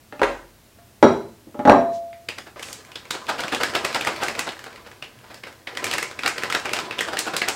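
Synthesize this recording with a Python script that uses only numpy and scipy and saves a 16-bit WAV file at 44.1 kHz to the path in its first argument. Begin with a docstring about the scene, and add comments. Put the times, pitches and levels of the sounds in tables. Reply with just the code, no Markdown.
"""Grated coconut into a glass bowl

In a tiled kitchen something knocks, then a glass bowl lands on a stone counter, rocks flat and rings.
A thin plastic bag of grated coconut is shaken and squeezed over it: the film buckles in sharp crinkles,
the flakes rustle down into the bowl, and the room echoes the knocks, crinkles and rustle."""
import sys
import numpy as np
from scipy import signal
from scipy.fft import rfft, irfft
from scipy.io import wavfile
from scipy.ndimage import uniform_filter1d

SR = 44100
rng = np.random.default_rng(int(sys.argv[2]) if len(sys.argv) > 2 else 0)


def to_wav(s):
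    """Save 16-bit WAV."""
    ch = np.atleast_2d(s).T  # columns
    pcm = np.round(np.clip(ch, -1, 1) * 32767)  # PCM
    wavfile.write(sys.argv[1], SR, pcm.astype(np.int16))


N = 332955
TIME = np.arange(N) / SR

# Levels in dB are relative. A ring time is how long a sound takes to fade by 60 dB.
# Tone colours. Each row: frequency in Hz, level in dB.
AIR_COLOUR = [(15, -43), (25, -17.5), (114, -4.5), (137, -7.5), (157, -18), (200, -10), (531, -19.5),
              (659, -17), (796, -22), (16000, -32)]  # the quiet room
THUD_COLOUR = [(35, -47), (100, -19.5), (170, -19), (255, -5), (450, 0), (850, -1.5), (1100, -6),
               (1900, -12), (3000, -22), (5500, -35), (9000, -41), (16000, -57)]  # a blow on the counter
FILM_COLOUR = [(400, -20), (950, -2.5), (1400, 2), (2700, 3.5), (5000, -3.5), (7000, -34.5), (12000, -44.5)]  # ringing plastic
SNAP_COLOUR = [(2000, -44.5), (5200, 5.5), (8000, 7.5), (10000, 1), (13000, -2.5), (16000, -10)]  # snapping plastic
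BAG_COLOUR = [(40, -24), (110, -9.5), (160, -8), (280, -3), (500, 1.5), (800, 3), (1300, -7.5),
              (5000, -78.5)]  # a jolt of the whole bag
FLAKE_COLOUR = [(50, -30), (110, -3), (180, -4), (310, 6), (550, 6), (950, 3.5), (1400, 2.5), (2400, -3),
                (4500, -9.5), (8000, -22), (16000, -40.5)]  # falling coconut
# Blows on the counter. Each row: start in seconds, level in dB, brightness in dB per octave,
# the counter's share of hollow ringing in dB, level of the glass ping in dB.
BLOWS = [(0.1251, -30.5, 1.5, 3, -90), (0.195, -29.5, 5, 8, -90), (0.217, -7.5, -1.6, -22, -90),
         (.232, -11.5, 4, -24, -87), (0.787, -50, 6, -13, -60.5), (1.0274, 0, -2, 1, -53),
         (1.04, -2.5, -8.5, 4, -35.5), (1.469, -34.5, -17, -12, -90), (1.545, -32, -3.5, 7.5, -81),
         (1.5922, -20.5, -3, 6, -71), (1.6522, -14, 0, 12.5, -66), (1.675, -6, -3.5, 9, -40),
         (1.6964, 3, -4.5, -23, -40.5), (1.714, -10.5, -3, 9.5, -52)]
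# Tones that struck things ring with. Each row: pitch in Hz, level in dB, ring time in seconds.
COUNTER_TONES = [(251.2, 12.5, 0.12), (282.2, 3, 0.26), (384.6, -3.5, 0.3), (474, -8, 0.26),
                 (538, -15, 0.77), (565, -16, 0.45), (597, 9, 0.31), (832, 6, 0.16), (840, -6, 0.124),
                 (1108, -18, 0.42), (1285, -4.5, 0.2)]
GLASS_TONES = [(690, 11, 0.48), (1660, 7, 0.24), (2300, -11, .2), (3857, -0.5, 0.36), (4030, -6, 0.64),
               (4500, -11, 0.31), (5710, -7, .4), (5670, -1, 0.28)]
# Cabinet shudders, and the own tone of the first knocked thing. Each row: start in seconds, pitch in Hz, level
# in dB, ring time in seconds.
SHUDDERS = [(.218, 43.6, -35, 0.86), (0.219, 413, -8.5, 0.14), (1.027, 101, -41.5, .35),
            (1.68, 52.6, -33, .3)]
# The free bowl's lowest tone, split into two close pitches.
# In order: start in seconds, pitch in Hz, gap between the two in Hz, level in dB, ring time in seconds.
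BOWL_HUM = (1.71, 679, 1.4, -3, .75)
# Its next tone, no longer damped by the hand. In order: pitch in Hz, level in dB, ring time in seconds.
BOWL_OVERTONE = (1600, -22, 0.32)
# Sliding touches. Each row: middle and half length in seconds, level in dB, low and high edge in Hz.
SLIDES = [(1.95, 0.02, -51.5, 2500, 7060), (2.68, .055, -47, 3470, 9300)]
# Sharp buckles of the bag. Each row: time in seconds, pitch in Hz, ring level in dB, snap level in dB.
SHARP_BUCKLES = [(2.131, 2150, -41.5, -78), (2.2886, 2340, -22, -34.5), (2.3854, 1080, -29.5, -39),
                 (2.6288, 2740, -30, -32.5), (2.7297, 4130, -36.5, -30.5), (2.958, 4200, -27.5, -40.5),
                 (3.1087, 4000, -20.5, -25.5), (3.406, 2300, -26.5, -32), (3.4382, 1310, -23.5, -42),
                 (3.5478, 3200, -22, -28), (3.6346, 1550, -15, -24), (3.7534, 3250, -18, -28),
                 (3.8491, 2250, -17.5, -25.5), (3.9467, 2170, -20.5, -28.5), (4.011, 2690, -21.5, -32),
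                 (4.0738, 2320, -19, -30.5), (4.2358, 2200, -24, -26.5), (4.2833, 2080, -21, -30),
                 (4.393, 2500, -20, -23), (4.4911, 3940, -27.5, -40), (4.593, 1650, -35, -44),
                 (4.6419, 1630, -34.5, -42), (4.761, 2130, -38, -50), (5.026, 2540, -28, -45),
                 (5.3445, 5030, -41, -42), (5.4383, 2200, -30.5, -47), (5.674, 1940, -25.5, -47),
                 (5.7727, 1910, -22.5, -33), (5.8438, 2160, -20.5, -23), (5.9139, 2780, -21.5, -29),
                 (5.9384, 2240, -19.5, -25.5), (5.9827, 1880, -20, -27), (6.0284, 2150, -21, -27.5),
                 (6.1918, 2220, -24, -38), (6.2354, 1520, -21.5, -38), (6.2624, 1420, -13.5, -28.5),
                 (6.2791, 2170, -19.5, -23), (6.3822, 2220, -23.5, -35.5), (6.4359, 1760, -20.5, -31.5),
                 (6.5029, 1380, -21.5, -32), (6.526, 2190, -18.5, -29), (6.5504, 1430, -15, -27.5),
                 (6.656, 2620, -23, -35), (6.6941, 2150, -26, -40), (6.7346, 2480, -18.5, -24),
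                 (6.7893, 1360, -23, -35), (6.911, 2260, -23.5, -42), (6.991, 3100, -19, -34),
                 (7.0085, 1920, -17.5, -26), (7.1714, 2040, -20, -34), (7.191, 4300, -22, -18.5),
                 (7.3676, 4660, -20, -21.5), (7.4189, 1880, -15, -34), (7.486, 2530, -20.5, -20)]
# Shakes of the bag. Each row: time in seconds, thump level in dB.
BAG_SHAKES = [(2.386, -39.5), (2.473, -42), (3.15, -31.5), (3.295, -21.5), (3.394, -28.5), (3.442, -32.5),
              (3.53, -23), (3.612, -25), (3.757, -23), (3.85, -30), (3.96, -22.5), (4.074, -23),
              (4.227, -25), (4.388, -31), (4.286, -34.5), (4.475, -30), (4.667, -39), (4.87, -43.5),
              (5.244, -48), (5.312, -42.5), (5.477, -39), (5.69, -41), (6.252, -30), (6.439, -33),
              (6.552, -27.5), (6.656, -31.5), (6.764, -31.5), (7.084, -29), (7.134, -27.5), (7.275, -26.5),
              (7.341, -28), (7.486, -24.5)]
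# Flow of flakes as the bag is tipped, then squeezed empty. Each row: time in seconds, level in dB.
TIP_FLOW = [(2.56, -37.5), (2.98, -49), (3.19, -43), (3.32, -34), (3.44, -33), (4.18, -31.5),
            (4.28, -30.5), (4.65, -45.5), (5.08, -49), (5.24, -49.5), (5.6, -51)]
SQUEEZE_FLOW = [(5.64, -58), (5.708, -42.5), (5.862, -30), (6.092, -37.5), (6.256, -42), (6.394, -32.5),
                (6.608, -36.5), (6.788, -32), (7.032, -37), (7.198, -36.5), (7.55, -34)]
# The kitchen's echo. Each row: frequency in Hz, ring time in seconds before room() scales it.
ECHO_TIMES = [(100, 0.57), (400, 0.43), (1200, 0.4), (3500, 0.39), (7000, 0.56), (14000, 0.19)]


def gain(db):
    """Turn decibels into a number to multiply by."""
    return 10 ** (np.asarray(db) / 20)


def unit(x):
    """Scale a sound to an energy of one."""
    return x / np.sqrt(np.sum(x ** 2) + 1e-18)


def curve(points, hz):
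    """Read between rows of (Hz, value), giving every octave equal space."""
    frequencies, values = np.transpose(points)
    return np.interp(np.log(hz + 1), np.log(frequencies), values)


def click(db_at, size=2048):
    """A click of energy one whose tone colour is db_at(frequency)."""
    cepstrum = irfft(np.log(gain(db_at(np.fft.rfftfreq(size, 1 / SR)))))
    # Folding the late half onto the early half packs the energy at the start.
    cepstrum[1:size // 2] *= 2
    cepstrum[size // 2 + 1:] = 0
    return unit(irfft(np.exp(rfft(cepstrum))))


def colour(x, points):
    """Give a sound a tone colour and an average power of one."""
    return unit(signal.fftconvolve(x, click(lambda f: curve(points, f)))[:N]) * np.sqrt(N)


def add(out, start_s, x):
    """Mix x into out from start_s on."""
    i = int(start_s * SR)
    out[i:i + len(x)] += x[:N - i]


def ring(tones, detune):
    """One second of fading tones, each off its pitch by its fraction in detune."""
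    t = TIME[:SR]
    return sum(gain(db - 60 * t / ring_s) * np.sin(2 * np.pi * hz * (1 + off) * t)
               for (hz, db, ring_s), off in zip(tones, detune))


def grains(per_s, scatter_db, size):
    """Tiny random impacts, mostly faint with a few strong ones."""
    force = gain(scatter_db * np.minimum(rng.exponential(size=size), 3.5))
    return (rng.random(size) < per_s / SR) * force * rng.choice([-1, 1], size)


def flicker(per_s):
    """A smooth random wander, roughly one either side of zero."""
    hold = int(SR / per_s)
    steps = np.repeat(rng.standard_normal(N // hold + 1), hold)
    return 1.2 * uniform_filter1d(steps, hold)[:N]


def room(time_scale=0.63, gap_s=0.0024, build_s=0.00033, size=32768):
    """Dense echoes off the tiles set in quickly; the highest treble dies first."""
    t, f = TIME[:size], np.fft.rfftfreq(size, 1 / SR)
    centres, ring_times = np.transpose(ECHO_TIMES)
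    noise = rfft(rng.standard_normal(size))
    tail = 0
    for ring_s, this_band in zip(ring_times * time_scale, np.eye(len(centres))):
        band = np.interp(np.log(f + 1), np.log(centres), this_band)
        tail = tail + irfft(noise * band) * gain(-60 * t / ring_s)
    return unit(tail * (1 - np.exp(-np.maximum(t - gap_s, 0) / build_s)))


def in_room(x, echo_db, time_scale=0.29):
    """A sound plus the echo of its own spot in the kitchen."""
    return x + gain(echo_db) * signal.fftconvolve(x, room(time_scale))[:N]


def air(db=-52.5):
    """The still kitchen: a faint, low, steady noise."""
    return gain(db) * colour(rng.standard_normal(N), AIR_COLOUR)


def knocks(boost_db=22, chatter=2.1, chatter_s=0.0082, counter_db=-3.5, detune=0.0052, rise_s=0.0034):
    """Each blow is a push with a brief chatter; it thuds and sets the counter ringing."""
    thuds, slab, t = np.zeros(N), np.zeros(N), TIME[:SR]
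    for s, db, bright_db, hollow_db, _ in BLOWS:
        contact = chatter * unit(rng.standard_normal(SR) * np.exp(-t / chatter_s))
        contact[0] += 1  # the push
        thud = click(lambda f: curve(THUD_COLOUR, f) + bright_db * np.log2(np.clip(f, 200, 3000) / 600))
        add(thuds, s, gain(db + boost_db) * unit(signal.fftconvolve(contact, thud)))
        tones = ring(COUNTER_TONES, detune * rng.standard_normal(len(COUNTER_TONES)))
        tones *= 1 - np.exp(-t / rise_s)  # the slab takes a moment to get moving
        add(slab, s, gain(db + boost_db + counter_db + hollow_db) * unit(tones))
    return in_room(thuds, echo_db=-2.5, time_scale=0.98) + in_room(slab, echo_db=-8, time_scale=0.32)


def shudders(rise_s=0.0049):
    """Heavy blows make the cabinet under the counter shudder, and the first knocked thing rings with a tone of
    its own."""
    out = np.zeros(N)
    for s, *tone in SHUDDERS:
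        add(out, s, ring([tone], detune=[0]) * (1 - np.exp(-TIME[:SR] / rise_s)))
    return out


def bowl(detune=0.00184, softness=0.21, hard_blow_db=-7):
    """The glass pings when struck and hums on with a slow throb once it stands free."""
    out, t = np.zeros(N), TIME[:SR]
    for s, blow_db, _, _, ping_db in BLOWS:
        tilt = softness * (blow_db - hard_blow_db)  # dB per octave: a gentle touch misses high tones
        tones = [(hz, db + tilt * np.log2(hz / GLASS_TONES[0][0]), ring_s)
                 for hz, db, ring_s in GLASS_TONES]
        add(out, s, gain(ping_db) * ring(tones, detune * rng.standard_normal(len(tones))))
    free_s, hz, split_hz, db, ring_s = BOWL_HUM
    throb = np.sin(np.pi * split_hz * t)
    add(out, free_s, throb * ring([(hz, db, ring_s)], detune=[0]))
    add(out, free_s, ring([BOWL_OVERTONE], detune=[0]))
    return out


def swishes():
    """Two soft hisses: fingers brush the glass as they let go, and later the film slides on itself."""
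    out = np.zeros(N)
    for s, width_s, db, low_hz, high_hz in SLIDES:
        band = signal.butter(2, [low_hz, high_hz], "bandpass", fs=SR, output="sos")
        hiss = signal.sosfilt(band, rng.standard_normal(N))
        swell = np.exp(-.5 * ((TIME - s) / width_s) ** 2)
        out += gain(db) * swell * hiss / np.std(hiss)
    return out


def flow(s):
    """Level in dB of the steady flow out of the bag at s seconds."""
    return np.interp(s, *np.transpose(TIP_FLOW + SQUEEZE_FLOW), left=-120)


def creases(ring_db=3, snap_db=-11, spread_db=3, middle_hz=2000, spread_octaves=0.48, count=60):
    """Small random buckles that follow the flow's strength, in rows like SHARP_BUCKLES."""
    start, end = TIP_FLOW[0][0], SQUEEZE_FLOW[-1][0]
    times = start + (end - start) * (np.arange(count) + rng.random(count)) / count
    pitch, force, crisp = np.clip(rng.standard_normal((count, 3)), -2, 2).T
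    hz = middle_hz * 2 ** (spread_octaves * pitch)
    db = flow(times) + ring_db + spread_db * force
    return list(zip(times, hz, db, db + snap_db + spread_db * crisp))


def buckles(quick_ms=4.57, shake_ms=22, shake_hz=1500):
    """Quick buckles and slow shakes. Each row: seconds, length in ms, Hz, ring, snap and thump in dB."""
    quick = [(s, quick_ms, hz, db, snap_db, db - 7)
             for s, hz, db, snap_db in list(SHARP_BUCKLES) + creases()]
    slow = [(s, shake_ms, shake_hz, db - 2.5, db - 16, db) for s, db in BAG_SHAKES]
    return quick + slow


def folds(uneven_db=2.6, count=46):
    """The random, uneven tone colour of one crumpled patch of film."""
    bumps_db = uneven_db * np.clip(rng.standard_normal(count), -2, 2)
    return np.column_stack([np.geomspace(200, 7000, count), bumps_db])


def crinkles(peak_db=9, peak_width=0.21, grit=0.58, spread=0.31, size=2048, spot_count=7):
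    """A buckle is a burst of tiny slips; they ring a patch of film, snap and jolt the bag."""
    direct, spots = np.zeros(N), np.zeros((spot_count, N))
    offset = np.arange(size) - size // 2
    snap = click(lambda f: curve(SNAP_COLOUR, f))
    for k, (s, ms, hz, ring_db, snap_db, thump_db) in enumerate(buckles()):
        length = ms * SR / 1000
        swell = np.exp(-.5 * (offset / (spread * length)) ** 2)
        # Single slips stand out of the fine tearing of the crease.
        slips = unit(swell * grains(per_s=2200, scatter_db=4.5, size=size))
        slips += grit * unit(swell * rng.standard_normal(size))
        patch = folds()
        film = click(lambda f: curve(FILM_COLOUR, f) + curve(patch, f)
                     + peak_db / (1 + ((f / hz - 1) / peak_width) ** 2))
        thump = click(lambda f: curve(BAG_COLOUR, f) + curve(patch, f))
        parts = [(film, ring_db - 1, -3), (snap, snap_db - 2, -3), (thump, thump_db - 3, -2)]
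        for shape, db, echo_db in parts:
            strength = gain(db) * np.sqrt(length)
            add(direct, s + offset[0] / SR, strength * unit(signal.fftconvolve(slips, shape)))
            # The walls get the slips from every side, so the echo keeps only their tone colour.
            add(spots[k % spot_count], s, strength * gain(echo_db) * shape)
    # Each spot on the moving bag has its own echo.
    return direct + sum(signal.fftconvolve(spot, room())[:N] for spot in spots)


def pouring(spill_db=-44, spill_s=0.017):
    """Level in dB of the steady flow plus the tiny spill of flakes after each shake."""
    power = gain(flow(TIME)) ** 2
    fade = np.exp(-TIME[:SR] / spill_s)
    spill = (1 - fade) * fade
    for s, db in BAG_SHAKES:
        add(power, s, (gain(db + spill_db) * spill) ** 2)
    return 10 * np.log10(power)


def rustle(flakes_db=-5, hiss_db=-19, hiss_growth=2.7, brisk_db=-30, clump_db=2, band_db=4.0, bands=7):
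    """Flakes slide along the film and land in soft clumps; a brisk flow hisses more."""
    flow_db = pouring()
    patter = grains(per_s=5000, scatter_db=3.5, size=N)
    flakes = colour(patter, FLAKE_COLOUR)
    clumps = clump_db * flicker(per_s=120)
    edges_hz = np.geomspace(70, 12000, bands + 1)
    body = 0
    for band in zip(edges_hz, edges_hz[1:]):  # bands flicker apart, so each clump has its own colour
        part = signal.sosfiltfilt(signal.butter(2, band, "bandpass", fs=SR, output="sos"), flakes)
        body = body + part * gain(clumps + band_db * flicker(per_s=110))
    hiss_level_db = brisk_db + hiss_growth * (flow_db - brisk_db) + hiss_db + clumps
    hiss = gain(hiss_level_db) * colour(patter, SNAP_COLOUR)
    return gain(flow_db + flakes_db) * body / np.std(body) + hiss


def scene():
    """Counter, bowl, bag and flakes over the still air of the kitchen, in one channel."""
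    mix = air() + knocks() + shudders() + bowl() + crinkles() + in_room(rustle() + swishes(), echo_db=-2)
    return mix[None]


def record(dry):
    """The hardest blows overload the microphone; sound below 20 Hz and above 15800 Hz is cut."""
    bass_cut = signal.butter(1, 20, "highpass", fs=SR, output="sos")
    treble_cut = signal.ellip(10, .1, 80, 15800, fs=SR, output="sos")
    overloaded = np.clip(dry, -1, 1)
    return signal.sosfilt(treble_cut, signal.sosfilt(bass_cut, overloaded))


dry = scene()
out = record(dry)
to_wav(out)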